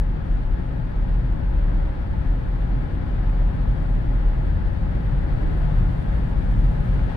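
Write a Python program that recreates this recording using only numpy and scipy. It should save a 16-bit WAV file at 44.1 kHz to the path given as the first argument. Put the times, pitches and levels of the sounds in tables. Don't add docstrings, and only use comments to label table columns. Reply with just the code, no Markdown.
import sys
import numpy as np
from scipy import signal
from scipy.fft import rfft, irfft, next_fast_len
from scipy.io import wavfile
from scipy.ndimage import uniform_filter1d, map_coordinates

SR = 44100
rng = np.random.default_rng(int(sys.argv[2]) if len(sys.argv) > 2 else 0)


def unload_wav(signal):
    wavfile.write(
        sys.argv[1],
        SR,
        np.round(np.clip(np.atleast_2d(signal).T, -1, 1) * 32767).astype(np.int16),
    )


def level_to_linear(level):
    exponent = np.asarray(level, float) / 20
    return 10 ** exponent


N = 315756

# (start [s], length [s], pitch [Hz], level [dB])
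THROBS = [(-0.13, 0.2695, 37.62, -19.5), (0.24, 0.24, 38.1, -22), (0.429, 0.14, 37.2, -19.5),
          (0.581, 0.13, 40, -27), (0.722, 0.17, 42.97, -21.5), (0.964, 0.11, 39.8, -20.0),
          (1.073, 0.15, 38.7, -17), (1.239, 0.14, 40.3, -17), (1.447, 0.4955, 38.07, -19),
          (2.244, 0.13, 38.56, -16.5), (2.451, 0.2, 41.22, -20), (2.659, 0.15, 43.13, -26.5),
          (3.072, 0.37, 39.42, -20), (3.307, 0.23, 39.13, -18.5), (3.529, 0.22, 40.76, -20),
          (3.751, 0.3, 39.26, -20), (4.03, 0.25, 38.98, -18.5), (4.225, 0.16, 39.86, -15.5),
          (4.363, 0.18, 40.53, -19.5), (4.591, 0.18, 35.68, -23.5), (4.778, 0.23, 37.73, -26.5),
          (5.008, 0.24, 42.48, -21), (5.215, 0.23, 40.88, -24.5), (5.375, 0.12, 37.96, -21),
          (5.51, 0.29, 37.62, -20.5), (5.74, 0.18, 36.9, -17.5), (5.895, 0.056, 37.6, -22.5),
          (6.04, 0.17, 43.04, -25), (6.229, 0.29, 42.93, -27.5), (6.369, 0.32, 40.25, -21),
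          (6.574, 0.17, 40.2, -16.5), (6.741, 0.097, 41.6, -17), (6.846, 0.19, 42.6, -26.5),
          (6.96, 0.18, 43.6, -20.5)]
BOOM_BREAKS = [0.213, 0.44, 0.569, 0.705, 0.88, 1.222, 1.349, 1.948, 2.252, 2.413, 2.882, 3.063, 3.54,
               3.755, 4.066, 4.361, 4.794, 5.408, 5.893, 6.027, 6.34, 6.732, 6.83, 7.13]

# (time [s], length [s], level [dB])
BUMPS = [(0.04, 0.071, -29), (0.53, 0.11, -23), (0.84, 0.087, -29.5), (1.53, 0.13, -24),
         (1.91, 0.14, -28.5), (2.21, 0.087, -24), (2.6, 0.088, -29), (2.74, 0.031, -21),
         (3.1, 0.035, -23.5), (3.54, 0.08, -22.5), (3.71, 0.064, -20), (4.02, 0.061, -36),
         (4.32, 0.11, -29), (4.56, 0.11, -31.5), (4.68, 0.045, -21.5), (4.79, 0.045, -34),
         (5.01, 0.26, -26.5), (5.58, .08, -33.5), (5.93, .08, -24.5), (6.17, .08, -21), (6.35, 0.061, -19),
         (6.57, 0.079, -24.5), (6.78, 0.3, -27), (7.0, 0.11, -24)]
# (frequency [Hz], density [dB per Hz])
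SHAKE_SPECTRUM = [(25, -40), (40, -14), (46, -3), (50, 1), (54, -2), (58, -6), (64, -11), (80, -40),
                  (160, -120)]
# (time [s], length [s], level [dB])
DIPS = [(0.34, 0.093, -29), (0.49, 0.14, -30), (1.77, 0.12, -32), (4.01, 0.07, -33), (4.24, 0.1, -28),
        (4.69, 0.053, -26), (5.12, 0.14, -34.5), (5.33, 0.1, -24.5), (5.48, 0.079, -24), (5.7, 0.07, -30),
        (6.19, 0.08, -38), (6.36, 0.18, -29.5), (6.93, 0.07, -29), (7.08, 0.071, -30)]
# (frequency [Hz], density [dB per Hz])
HEAVE_SPECTRUM = [(6, -40), (12, -14), (18, -4), (23, -5), (29, -6), (32.5, 1), (35, -6), (50, -45),
                  (100, -120)]
# (time [s], length [s], level [dB])
TAR_PATCHES = [(0.24, 0.092, -30.5), (0.54, 0.037, -30.5), (1.08, 0.14, -30.5), (1.44, 0.15, -32),
               (1.8, 0.17, -32.5), (2.16, 0.25, -27), (2.94, 0.12, -26.5), (3.18, 0.19, -29.5),
               (3.66, 0.39, -29), (3.84, 0.11, -30.5), (4.08, 0.11, -35.5), (4.56, 0.2, -21),
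               (4.86, 0.18, -27.5), (5.16, 0.22, -35), (5.58, 0.13, -25), (5.82, 0.16, -23.5),
               (6.36, 0.2, -27.5), (6.66, 0.082, -36.5)]
# (frequency [Hz], density [dB per Hz])
RUMBLE_SPECTRUM = [(35, -40.5), (58, -8.5), (70, -2), (82, 1.5), (95, -1.5), (110, -15), (200, -120)]
# (time [s], length [s], level [dB])
RUTS = [(0.42, 0.066, -33.5), (0.78, 0.16, -29.5), (1.26, 0.28, -30), (1.74, 0.13, -28.5),
        (2.46, 0.28, -32.5), (2.76, 0.1, -28.5), (3.12, 0.16, -28.5), (3.54, 0.26, -30.5),
        (3.72, 0.043, -30), (3.96, 0.13, -26.5), (4.14, 0.055, -29), (4.38, 0.15, -28), (4.98, 0.16, -33.5),
        (5.16, 0.063, -22.5), (5.34, 0.15, -30.5), (5.82, 0.21, -28.5), (6.24, 0.11, -26),
        (6.6, 0.22, -24.5), (6.96, 0.11, -23.5)]
# (frequency [Hz], density [dB per Hz])
AXLE_SPECTRUM = [(50, -120), (88, -18.5), (102, -2.5), (122, -1), (134, -3.5), (150, -18.5), (300, -120)]
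# (time [s], length [s], level [dB])
RIDGES = [(0.18, 0.045, -31.5), (0.3, 0.05, -31), (0.6, 0.07, -29.5), (0.78, 0.036, -28),
          (1.08, 0.18, -33.5), (1.74, 0.11, -30), (2.16, 0.09, -30.5), (2.7, 0.13, -35), (3.48, 0.31, -34),
          (3.84, 0.2, -30), (4.44, 0.23, -36), (4.56, 0.1, -28), (4.86, 0.12, -28.5), (5.04, 0.063, -32.5),
          (5.7, 0.3, -27.5), (6.24, 0.06, -27.5), (6.42, 0.076, -31), (6.66, 0.23, -34.5)]
# (frequency [Hz], density [dB per Hz])
PAN_SPECTRUM = [(70, -120), (125, -21.5), (145, -1.5), (168, -0.5), (189, -2.5), (203, -14), (260, -31.5),
                (500, -120)]
# (time [s], level [dB])
COARSENESS = [(0, -33), (0.5, -37.5), (1.5, -33), (1.75, -34.5), (2.0, -38.5), (2.2, -34.5), (3.0, -34.5),
              (3.5, -33), (3.85, -36.5), (4.05, -33), (4.4, -37.5), (5.2, -30.5), (5.5, -33), (5.72, -30),
              (6.0, -29.5), (6.3, -32.5), (6.9, -27), (7.16, -34)]

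# (time [s], level [dB])
TYRE_BITE = [(0, -53.5), (.6, -52.5), (.9, -53), (1.8, -51.5), (2.05, -52), (2.4, -52), (2.9, -51.5),
             (3.48, -51), (4.0, -51.5), (4.3, -51), (4.75, -51.5), (5.05, -50.5), (5.25, -50), (5.65, -49),
             (5.85, -50), (6.15, -50), (6.45, -50.5), (7.16, -49)]
# (frequency [Hz], density [dB per Hz])
ROAR_SPECTRUM = [(150, -35), (250, -4), (460, -7), (600, -9.5), (850, -11), (1170, -20), (1700, -15.5),
                 (2400, -26.5), (3500, -31.5), (4200, -36.5), (4600, -37), (5000, -43), (5700, -47.5),
                 (6500, -55), (9000, -87.5)]
# (time [s], strength [dB], left minus right [dB])
WINDOW_AIR = [(0.08, -78, 2.5), (0.19, -80, 1.5), (0.29, -78, 2), (2.11, -78, 2), (3.65, -76, 3),
              (3.73, -76, 3.5), (4.43, -76, 1.5), (4.64, -77, 3.5), (5.27, -75.5, 1.5), (5.34, -73.5, 4),
              (6.2, -73, 1.5), (6.3, -72, 1), (6.38, -74, 3.5), (6.55, -71.5, 2.5), (6.9, -71.5, 0.5),
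              (7.08, -74, 3.5)]
# (frequency [Hz], density [dB per Hz])
HISS_SPECTRUM = [(3000, -35), (5000, -4), (6700, -4), (8500, -1.5), (9300, -2), (10500, -6), (11400, -4.5),
                 (12000, -6), (12700, -10), (13700, -11.5), (14300, -14), (15700, -16), (16500, -39.5)]

# (time [s], length [s], level [dB])
SEAMS = [(0.3, 0.1, -41.5), (0.7, 0.16, -44.5), (1.12, 0.069, -48), (1.38, 0.066, -39), (1.76, 0.091, -41),
         (2.1, 0.092, -41), (2.33, 0.059, -42), (2.7, 0.23, -44), (3.05, 0.23, -41), (3.4, 0.12, -46),
         (3.62, 0.074, -35), (4.05, 0.2, -36.5), (4.55, 0.078, -43.5), (4.98, 0.067, -38),
         (5.35, 0.35, -40.5), (5.7, 0.16, -44.5), (6.05, 0.08, -37), (6.3, 0.17, -38), (6.55, 0.16, -37.5),
         (6.8, 0.075, -41.5), (7.03, .1, -40)]
# (frequency [Hz], density [dB per Hz])
DOOR_SPECTRUM = [(150, -40.5), (205, -0.5), (235, -1), (275, -3.5), (300, -11.5), (400, -51), (730, -120)]
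# (time [s], length [s], level [dB])
CRACKS = [(0.36, 0.1, -41.5), (1.32, 0.25, -44.5), (1.74, 0.25, -38.5), (2.22, 0.27, -43),
          (2.76, 0.067, -46), (2.94, 0.082, -41.5), (3.12, 0.13, -45.5), (3.54, 0.082, -49),
          (3.78, 0.04, -51), (4.08, 0.22, -39.5), (4.56, 0.095, -41.5), (4.98, 0.27, -48),
          (5.46, 0.18, -36), (5.88, 0.2, -46.5), (6.42, 0.043, -43.5), (6.6, 0.1, -48.5)]
# (frequency [Hz], density [dB per Hz])
FRAME_SPECTRUM = [(150, -120), (260, -17.5), (295, 1), (330, 0.5), (370, -11.5), (430, -25), (730, -120)]

# (frequency [Hz], density [dB per Hz])
TREAD_SPECTRUM = [(440, -59.5), (520, -7.5), (545, 1), (572, -5.5), (680, -50.5), (800, -8.5), (828, -4.5),
                  (855, 0), (885, -3.5), (1200, -69), (1670, -25), (1715, -8.5), (1755, -20.5),
                  (2300, -120)]
# (frequency [Hz], density [dB per Hz])
ONCOMING_SPECTRUM = [(700, -24), (1500, 0.5), (3000, 5.5), (5000, -10), (9000, -22), (13000, -23),
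                     (16000, -52.5)]
# (time [s], level [dB], pitch [Hz], decay to -60 dB [cycles])
GRIT = [
    (0.598, -32, 780, 9),
    (2.137, -33, 860, 70),
    (3.6568, -24, 900, 9),
    (5.4645, -41, 2600, 9),
    (6.5401, -38, 3200, 18),
]
# (time [s], half length [s], pitch [Hz], level [dB])
SQUEAKS = [(2.52, .17, 9330, -87), (2.78, .07, 9300, -85), (2.8, .07, 9560, -86), (2.8, .08, 8200, -87),
           (3.72, .09, 8500, -83), (3.79, .13, 8090, -81), (3.74, .08, 9060, -79), (3.9, 0.14, 9140, -80.5),
           (3.74, .08, 8620, -85), (3.73, .05, 7020, -85), (3.89, .08, 7560, -81), (3.93, .08, 8050, -86)]

# (centre [Hz], width [Hz], left gain [dB], right gain [dB])
CABIN_MODES = [(89, 11, -0.5, -1.5), (126, 18, -1, 4.5), (132, 5.4, -1, -4.5), (184, 18, -4.5, -1.5),
               (274, 25, 1.5, -4), (376, 19, -4, 4), (420, 18, -1.5, 1.5), (455, 22, -2, -5.5),
               (560, 25, -5, 1.5), (643, 25, 4.5, -2), (713, 16, 6.5, 1), (930, 25, 1.5, -3.5),
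               (450, 170, 2, 0.5), (570, 54, 2.5, 2.5), (630, 24, -4.5, -4.5), (730, 31, -2.5, -3),
               (810, 65, 2, -1.5), (897, 31, -4.5, -5.5), (958, 35, -2, 6.5), (1043, 94, -3.5, 6),
               (1103, 51, 3.5, 2), (1190, 30, -1.5, -4), (1292, 100, 4, 3), (1370, 140, -1.5, -0.5),
               (1442, 37, 3, 5), (1756, 33, 5.5, -6), (1779, 115, -8.5, -7.5), (1828, 80, 4.5, -2)]
# (frequency [Hz], correlation [0..1])
LIKENESS = [(22, 0.69), (40, 0.91), (52, 1), (65, 1), (120, 0.89), (180, 0.83), (250, 0.56), (320, 0.57),
            (480, 0.43), (590, 0.16), (700, 0.37), (870, 0.14), (1200, 0.1), (1550, 0.37), (2500, 0.074),
            (6000, 0.067)]
# (frequency [Hz], lead [radians])
LEFT_LEAD = [(0, 0), (50, .03), (70, .2), (185, .23), (300, .9), (385, 2.4), (760, 3.3), (1120, 4.6),
             (1380, 8.2), (1640, 10.4), (2000, 15.9), (2700, 16.6), (4650, 22)]
# (frequency [Hz], left minus right [dB])
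BALANCE = [(35, 0.9), (52, 0), (70, 10.5), (90, -0.5), (115, 5.5), (185, 6.5), (270, -1.5), (330, 1.5),
           (460, 1.5), (700, 1), (1060, 5.5), (1600, 7), (2750, 2), (4400, 5.5), (9000, 3)]


def boom():
    idle_db, idle_hz = -29, 41.03
    stretch, flat_top = 1.14, 0.96
    t = np.arange(N) / SR
    eddies_hz = 1.504 * wobble(16)
    power = level_to_linear(2 * (idle_db + 2.1 * wobble(11)))
    pull = power * idle_hz
    for start, length, hz, db in THROBS:
        phase = np.clip((t - start - length / 2) / (length * stretch), -.5, .5)
        bell = np.abs(np.cos(np.pi * phase)) ** (2 * flat_top)
        throb = level_to_linear(2 * db + 6.5) * bell
        power = power + throb
        pull = pull + hz * throb
    pitch_hz = pull / power + eddies_hz
    level = np.sqrt(power) * level_to_linear(0.68 * wobble(27))
    return level * breaks() * np.cos(2 * np.pi * np.cumsum(pitch_hz) / SR)


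def breaks():
    break_s = .014
    until = np.array(BOOM_BREAKS)[:, None] - np.arange(N) / SR
    return np.prod(np.tanh(until / break_s), axis=0)


def body():
    road_db, = curves(COARSENESS)
    swing_db = 0.73 * (road_db - road_db.mean())
    shake = swells(BUMPS, -29.5) * rush(SHAKE_SPECTRUM, steady=1.0)
    heave = level_to_linear(1.5) * swells(DIPS, -32) * rush(HEAVE_SPECTRUM, steady=0.75)
    rumble = level_to_linear(-3.5) * swells(TAR_PATCHES, -30.5 + swing_db) * rush(RUMBLE_SPECTRUM, steady=0.85)
    axle = level_to_linear(-3.0) * swells(RUTS, -32 + swing_db) * rush(AXLE_SPECTRUM, steady=0.31)
    pan = level_to_linear(-3.0) * swells(RIDGES, road_db + 1.5) * rush(PAN_SPECTRUM, steady=0.94)
    return breaks() * (shake + heave) + rumble + axle + pan


def airflow():
    air_db, pan_db = curves(WINDOW_AIR)
    bite_db, = curves(TYRE_BITE)
    roar_db = -43.5 + 0.87 * (bite_db - bite_db.mean())
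    lean = level_to_linear(np.outer([.5, -.5], pan_db - pan_db.mean()))
    flutter = wobble(60)
    roar_level = level_to_linear(roar_db + 5.0 + 0.25 * flutter + 0.38 * wobble(25))
    roar = roar_level * patchy(rush(ROAR_SPECTRUM), depth_db=0.22)
    hiss_level = level_to_linear(air_db + 3.5 + 0.84 * flutter + 0.5 * wobble(45))
    hiss = hiss_level * patchy(rush(HISS_SPECTRUM), depth_db=0.5)
    return lean * (roar + hiss)


def panels():
    doors = swells(SEAMS, -42) * rush(DOOR_SPECTRUM, steady=0.51)
    frames = level_to_linear(-3.5) * swells(CRACKS, -46.5) * rush(FRAME_SPECTRUM, steady=0.78)
    return doors + frames


def tread():
    bite_db, = curves(TYRE_BITE)
    hum_db = -48.5 + 0.65 * (bite_db - bite_db.mean()) + 0.8 * wobble(6.7)
    return level_to_linear(hum_db) * rush(TREAD_SPECTRUM, steady=0.6)


def oncoming():
    pass_s, closing_m_per_s, lane_m = 7.58, 40, 4.4
    ahead_m = closing_m_per_s * (pass_s - np.arange(N) / SR)
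    distance_m = np.hypot(ahead_m, lane_m)
    return level_to_linear(-45.5) * lane_m / distance_m * rush(ONCOMING_SPECTRUM)


def grit():
    out, t = np.zeros(N), np.arange(SR // 20) / SR
    for start, db, hz, cycles in GRIT:
        decay = level_to_linear(db - 60 * t * hz / cycles)
        attack = 1 - np.exp(-2 * hz * t)
        out[round(start * SR):][:len(t)] += decay * attack * np.sin(2 * np.pi * hz * t)
    return out


def trim():
    t, out = np.arange(N) / SR, np.zeros(N)
    unrest_hz = 15 * wobble(30)
    unrest = 2 * np.pi * np.cumsum(unrest_hz) / SR
    for centre, length, hz, db in SQUEAKS:
        near = np.abs(t - centre) < length
        fade = np.cos(np.pi / 2 * (t[near] - centre) / length)
        out[near] += level_to_linear(db) * np.sin(2 * np.pi * hz * t[near] + unrest[near]) * fade
    return out * level_to_linear([[-8], [3]])


def ports(x):
    m = next_fast_len(N + 8192)
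    hz = np.fft.rfftfreq(m, 1 / SR)
    rings_db = np.zeros((2, len(hz)))
    for centre, width, left, right in CABIN_MODES:
        rings_db += np.outer([left, right], 1 / (1 + (2 * (hz - centre) / width) ** 2))
    half = np.array([[.5], [-.5]])
    gain = level_to_linear(rings_db + half * along(BALANCE, hz))
    phase = np.exp(1j * half * np.interp(hz, *np.transpose(LEFT_LEAD)))
    slow_cut = hz ** 2 / np.hypot(hz ** 2, 16.0 ** 2)
    padded = np.pad(x, [(0, 0), (4096, 4096)], 'reflect')
    return irfft(rfft(padded, m) * gain * phase * slow_cut, m)[:, 4096:][:, :N]


def rush(spectrum, steady=0):
    m = next_fast_len(N)
    hz = np.fft.rfftfreq(m, 1 / SR)
    turn = np.arccos(np.clip(along(LIKENESS, hz), 0, 1)) / 2
    noise = rfft(rng.standard_normal((2, m))) * level_to_linear(along(spectrum, hz))
    mid, side = noise * [np.cos(turn), np.sin(turn)]
    out = irfft([mid + side, mid - side], m)[:, :N]
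    swell = uniform_filter1d(np.sum(out ** 2, axis=0), size=SR // 16)
    return unit(out / np.abs(swell + 1e-20) ** (steady / 2))


def patchy(x, depth_db):
    z = signal.stft(x, nperseg=512)[2]
    field = rng.standard_normal(z.shape[1:])
    field = uniform_filter1d(field, size=6, axis=0)
    field = uniform_filter1d(field, size=14, axis=1)
    return signal.istft(z * level_to_linear(depth_db * unit(field)), nperseg=512)[1][:, :N]


def swells(rows, base_db):
    t = np.arange(N) / SR
    power = level_to_linear(2 * base_db)
    for centre, width, db in rows:
        power = power + level_to_linear(2 * db) * np.exp(-np.log(16) * ((t - centre) / width) ** 2)
    return np.sqrt(power)


def wobble(rate):
    knots = rng.standard_normal(int(N * rate / SR) + 4)
    return map_coordinates(knots, [np.arange(N) * rate / SR])


def curves(rows):
    s, *cols = np.transpose(rows)
    t = np.arange(N) / SR
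    return [uniform_filter1d(np.interp(t, s, c), size=SR // 80) for c in cols]


def along(points, hz):
    f, v = np.transpose(points)
    return np.interp(np.log(hz + 1), np.log(f + 1), v)


def unit(x):
    return x / np.sqrt(np.mean(x ** 2) + 1e-20)


def scene():
    cabin = boom() + body() + airflow() + tread() + oncoming() + panels()
    return ports(cabin) + trim() + grit()


def band_limit(x):
    return signal.sosfilt(signal.butter(12, 15735, fs=SR, output="sos"), x)


def record(dry):
    return band_limit(dry)


dry = scene()
out = record(dry)
unload_wav(out)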